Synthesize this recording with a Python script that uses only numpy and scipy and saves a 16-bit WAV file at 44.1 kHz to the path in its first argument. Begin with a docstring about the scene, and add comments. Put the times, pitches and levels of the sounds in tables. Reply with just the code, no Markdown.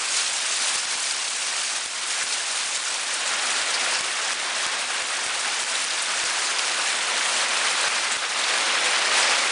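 """At a window over a clay-tiled roof and a lawn, in heavy rain and hail; both channels are alike.
Countless short rings make the patter on the tiles, which grows louder and brighter as the shower thickens.
Under it lie a bright hiss of spray, built from tiny rings and noise, and a soft boom of low resonances.
Hailstones clack as damped tones with a crack, and near drops burst into puffs of coloured noise.
Sharp close ticks are single spikes; just after the louder ones the level of the rain dips briefly."""
import sys
import numpy as np
from scipy import signal
from scipy.fft import rfft, irfft
from scipy.io import wavfile

SR = 44100
rng = np.random.default_rng(int(sys.argv[2]) if len(sys.argv) > 2 else 0)


def transcribe(u):
    """Save the signal u as a 16-bit wav file named by the first command-line argument.

    u: samples, shape (n,) or (channels, n), limited to [-1, 1]; the rate is SR.
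    q: integer samples, one column per channel.
    """
    v = np.clip(np.atleast_2d(u).T, -1, 1)
    q = np.round(v * 32767).astype(np.int16)
    wavfile.write(sys.argv[1], SR, q)


N = 419391  # length of the scene in samples
TIME = np.arange(N) / SR  # seconds
USUAL_PATTER_DB = -30  # strength at which the patter has its plain colour


def gain_of(db):
    """Turns decibels into a factor."""
    return 10 ** (np.asarray(db) / 20)


def evened(x):
    """Scales a sound to an average (rms) level of 1."""
    return x / np.sqrt(np.mean(x ** 2) + 1e-20)


def add(mix, s, sound):
    """Mixes a sound in at time s, in seconds."""
    start = max(round(s * SR), 0)
    part = mix[start:][:len(sound)]
    part += sound[:len(part)]


def filtered(x, order, hz):
    """Takes out what lies below hz."""
    return signal.sosfilt(signal.butter(order, hz, "high", fs=SR, output="sos"), x)


def coloured(x, points, band):
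    """Shapes the spectrum of x, then scales it so that the part inside the band has rms 1."""
    hz = np.fft.rfftfreq(N, 1 / SR)
    point_hz, point_db = np.transpose(points)
    curve_db = np.interp(np.log(hz + 1), np.log(point_hz), point_db)
    spectrum = rfft(x) * gain_of(curve_db)
    in_band = irfft(spectrum * (hz > band[0]) * (hz < band[1]), N)
    return irfft(spectrum, N) / np.std(in_band)


def flutter(slow_hz, fast_hz):
    """Random wavering of rms 1, mostly between two rates."""
    hz = np.fft.rfftfreq(N, 1 / SR)
    shape = hz / (hz ** 2 + slow_hz ** 2) ** .75 / (1 + (hz / fast_hz) ** 2)
    return evened(irfft(rfft(rng.standard_normal(N)) * shape, N))


def impacts(per_s, spread_db):
    """Clicks at random moments: a positive spread makes a few stand out, a negative one makes a few weak."""
    size = gain_of(spread_db * np.minimum(rng.exponential(1, N), 4))
    happens = rng.random(N) < per_s / SR
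    return size * rng.choice([-1, 1], N) * happens


def drops(per_s, spread_db, low_hz, high_hz, cycles, clump_db, count=24):
    """Each impact rings for a few cycles at the pitch of the spot that it hits; impacts come in clumps."""
    t = np.arange(512) / SR
    out = np.zeros(N)
    for hz in np.geomspace(low_hz, high_hz, count):
        ring = np.sin(2 * np.pi * hz * t) * np.exp(-hz * t / cycles)
        # a new random clump strength every 0.02 s
        knots = np.arange(rng.uniform(-.02, 0), TIME[-1] + .02, .02)
        clump = np.interp(TIME, knots, rng.standard_normal(len(knots)))
        hits = impacts(per_s / count, spread_db) * gain_of(clump_db * clump)
        out += np.sqrt(hz) * evened(signal.oaconvolve(hits, ring)[:N])
    return evened(out)


# Strength of the shower, before each layer's own trim:
# (time [s], level of the patter [dB], level of the spray [dB])
SHOWER_STRENGTH = [(0.0, -33, -29), (0.61, -32, -27.5), (1.78, -33.5, -30.5), (1.88, -36, -33.0),
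                   (2.18, -32.5, -29.5), (2.87, -33.5, -31), (3.35, -29, -31), (3.95, -27.9, -30.5),
                   (4.06, -29.5, -32), (4.89, -29.5, -33), (5.74, -30.5, -30.5), (7.36, -27, -30.5),
                   (7.85, -26.5, -30), (8.32, -29, -33), (8.53, -26, -31.5), (9.07, -25, -30.5),
                   (9.18, -23, -27.5), (9.51, -26.5, -31)]


def shower(s):
    """The strength of the rain at time s: levels of the patter and of the spray, in dB."""
    at, patter_db, spray_db = np.transpose(SHOWER_STRENGTH)
    return np.interp(s, at, patter_db), np.interp(s, at, spray_db)


# Hollow resonances of the roof:
# (pitch [Hz], half width [Hz], rms level at the usual patter [dB], gain per dB of patter [dB])
ROOF_RESONANCES = [(116, 41, -71, 0.7), (190, 16, -68.5, 1.1), (245, 26.5, -58.5, 0.9),
                   (348, 56, -55.5, 1.13), (528, 96, -53.5, 2.5)]


def drumming():
    """The merged impacts boom softly in a few low resonances, which swell with the patter."""
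    hz = np.fft.rfftfreq(N, 1 / SR)
    out = np.zeros(N)
    swell_db = shower(TIME)[0] - USUAL_PATTER_DB
    for pitch, width, db, share in ROOF_RESONANCES:
        resonance = hz / (1 + ((hz - pitch) / width) ** 2)
        boom = irfft(rfft(rng.standard_normal(N)) * resonance, N)
        out += evened(boom) * gain_of(db + share * swell_db)
    return out


# Colour of the spray: (frequency [Hz], relative level [dB])
SPRAY_COLOUR = [(100, -38), (500, -20.5), (900, -8.5), (1600, -1.5), (3000, -3), (4800, -1), (7500, -1.5),
                (10000, -2.5)]


def spray(level_db=0.17, far_db=-1, flutter_db=1.15):
    """Tiny droplets thrown off the tiles fizz in uneven flurries over the hiss of the lawn."""
    near = drops(per_s=7000, spread_db=-1.0, low_hz=2256, high_hz=9660, cycles=8.7, clump_db=0.9)
    far = gain_of(far_db) * rng.standard_normal(N)
    sound = coloured(near + far, SPRAY_COLOUR, band=(5000, 10000))
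    waver_db = flutter_db * flutter(slow_hz=1.5, fast_hz=50)
    return sound * gain_of(level_db + shower(TIME)[1] + waver_db)


# Colour of the patter: (frequency [Hz], relative level [dB])
PATTER_COLOUR = [(30, -40), (90, -32), (160, -26), (240, -18.5), (420, -9), (560, -6.5), (720, -3),
                 (950, -2), (1500, 0.5), (2500, -1), (4000, -5), (6500, -12), (10000, -36)]


def patter(level_db=-0.32, far_gain=2, flutter_db=0.48, bright_hz=2200, brighten=0.16):
    """Dull taps on wet tiles over the merged wash of farther roofs; the harder they fall, the brighter."""
    near = drops(per_s=3600, spread_db=2.2, low_hz=496, high_hz=5150, cycles=3.4, clump_db=2.2)
    far = far_gain * rng.standard_normal(N)
    sound = coloured(near + far, PATTER_COLOUR, band=(400, 2500))
    strength_db = shower(TIME)[0]
    highpass = signal.butter(2, bright_hz, "high", fs=SR, output="sos")
    treble = signal.sosfiltfilt(highpass, sound)
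    # brighten: dB of treble per dB of patter
    treble_gain = gain_of(brighten * (strength_db - USUAL_PATTER_DB))
    sound = sound + treble * (treble_gain - 1)
    waver_db = flutter_db * flutter(slow_hz=2.1, fast_hz=35)
    return sound * gain_of(level_db + strength_db + waver_db)


def fizz(length, hz, spread=0.24, skirt=0.39, skirt_spread=1.0):
    """A quick swell of droplets that dies away: most near one pitch, the rest scattered widely around it."""
    u = np.arange(8192) / SR / (length / 4)  # the swell is highest at u = 1
    octaves = np.log2((np.fft.rfftfreq(len(u), 1 / SR) + 1) / hz)
    core = np.exp(-(octaves / spread) ** 2)
    colour = core + skirt * np.exp(-(octaves / skirt_spread) ** 2)
    noise = irfft(rfft(rng.standard_normal(len(u))) * colour)
    return evened(noise) * u * np.exp(1 - u)


# The largest drops bursting, from dull slaps to fine spray, before the common trim:
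# (time [s], level [dB], length [s], pitch [Hz])
LARGE_SPLASHES = [(1.108, -18, .012, 4930), (2.211, -23.5, 0.028, 1630), (2.323, -23, .03, 4500),
                  (3.134, -20, .018, 8450), (3.735, -18.5, 0.033, 4800), (3.929, -22, 0.056, 5030),
                  (4.315, -24, 0.023, 5700), (5.235, -24, .03, 8000), (5.749, -18, .014, 3600),
                  (5.905, -19, .014, 4280), (6.019, -18.5, 0.016, 9200), (6.584, -17, .013, 5200),
                  (8.109, -20.5, .04, 7500), (8.438, -17, .014, 3620), (9.149, -24, .05, 2510),
                  (9.224, -20, .035, 5000)]


def splashes(level_db=-5.0, small_db=-10, range_db=8, count=150):
    """Large drops shatter on the tiles, with many smaller splashes between them."""
    out = np.zeros(N)
    for s, db, length, hz in LARGE_SPLASHES:
        add(out, s, gain_of(db + level_db) * fizz(length, hz))
    # small splashes at random, louder where the spray is stronger
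    for when, size, long, pitch in rng.random((count, 4)):
        s = when * TIME[-1]
        db = shower(s)[1] + small_db + range_db * size
        add(out, s, gain_of(db) * fizz(0.012 + 0.034 * long, 3000 + 7000 * pitch))
    return out


# Sharp dry ticks close by, before the common trims:
# (time [s], peak level [dB], depth of the dip that follows [dB])
CLOSE_TICKS = [(0.323, -14, 4.3), (0.76, -11, 2.6), (0.856, -18, 3.5), (0.956, -17, 4.8), (1.128, -22, 4),
               (1.291, -17, 4.7), (1.786, -19, 2.3), (1.861, -11, 1.5), (2.241, -14, 3.3),
               (2.662, -16, 2.6), (2.779, -18, 3), (4.01, -8, 4.1), (4.335, -18, 5), (4.666, -8, 1.2),
               (4.858, -19, 4.5), (5.024, -14, 3.9), (5.265, -9, 1), (5.639, -13, 4.3), (5.851, -15, 3.5),
               (6.24, -9, 1.9), (6.995, -16, 2.5), (7.884, -13, 5), (8.17, -14, 3.7)]


def ticks(level_db=9.5, rebound=0.34, rebound_s=.0003, lowest_hz=35, faint_db=-25, range_db=6, count=22):
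    """Single pressure spikes with a slight rebound and no ring, so they reach far into the bass."""
    t = np.arange(128) / SR
    out = np.zeros(N)
    swing = np.exp(-t / rebound_s)
    spike = rebound * swing / swing.sum() - (t == 0)
    for s, db, _ in CLOSE_TICKS:
        add(out, s, gain_of(db + level_db) * spike)
    # faint ticks at random
    for when, size in rng.random((count, 2)):
        db = faint_db + range_db * size
        add(out, when * TIME[-1], gain_of(db + level_db) * spike)
    return filtered(out, 1, lowest_hz)


def dips(quick=1.0, quick_s=0.0066, slow=0.34, slow_s=0.11):
    """The level falls at once at each listed tick; most comes straight back, the rest more slowly."""
    t = np.arange(SR // 2) / SR
    dip_db = np.zeros(N)
    recovery = quick * np.exp(-t / quick_s) + slow * np.exp(-t / slow_s)
    for s, _, depth_db in CLOSE_TICKS:
        add(dip_db, s, depth_db * recovery)
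    return gain_of(-dip_db)


# The loudest hailstones on near tiles, before the bass is taken out:
# (time [s], peak level [dB], pitch of the clack [Hz])
LOUD_STONES = [(1.1112, -17, 4930), (4.3066, -7, 1670), (5.7535, -12, 2720), (5.986, -11, 4210),
               (6.449, -8, 4440), (6.594, -4.5, 3000), (8.786, -10, 2730)]


def stones(cycles=0.91, crack_db=-7, crack_s=0.00074, small_db=-19, range_db=5, count=14):
    """Ice on clay: a heavily damped clack and a short crack, too small to radiate bass."""
    t = np.arange(1024) / SR
    out = np.zeros(N)
    # smaller stones fall at random
    small = [(when * TIME[-1], small_db + range_db * size, 2000 + 2500 * pitch)
             for when, size, pitch in rng.random((count, 3))]
    for s, db, hz in list(LOUD_STONES) + small:
        clack = np.sin(2 * np.pi * hz * t) * np.exp(-hz * t / cycles)
        crack = gain_of(crack_db) * rng.standard_normal(len(t)) * np.exp(-t / crack_s)
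        hit = clack + crack
        add(out, s, gain_of(db) * hit / np.max(abs(hit)))
    return filtered(out, 2, 1000)


def scene(waver_db=0.27):
    """Rain and hail waver together a little and dip at the ticks; the ticks themselves stay steady."""
    rain = drumming() + spray() + patter() + splashes() + stones()
    rain = rain * gain_of(waver_db * flutter(slow_hz=3.4, fast_hz=25))
    mono = rain * dips() + ticks()
    return np.array([mono, mono])


def record(dry, edge_hz=10150):
    """A steep low-pass filter removes the highest treble."""
    lowpass = signal.firwin(1023, edge_hz, window=("kaiser", 9), fs=SR)
    return signal.oaconvolve(dry, lowpass[None], "same", axes=1)


dry = scene()
out = record(dry)
transcribe(out)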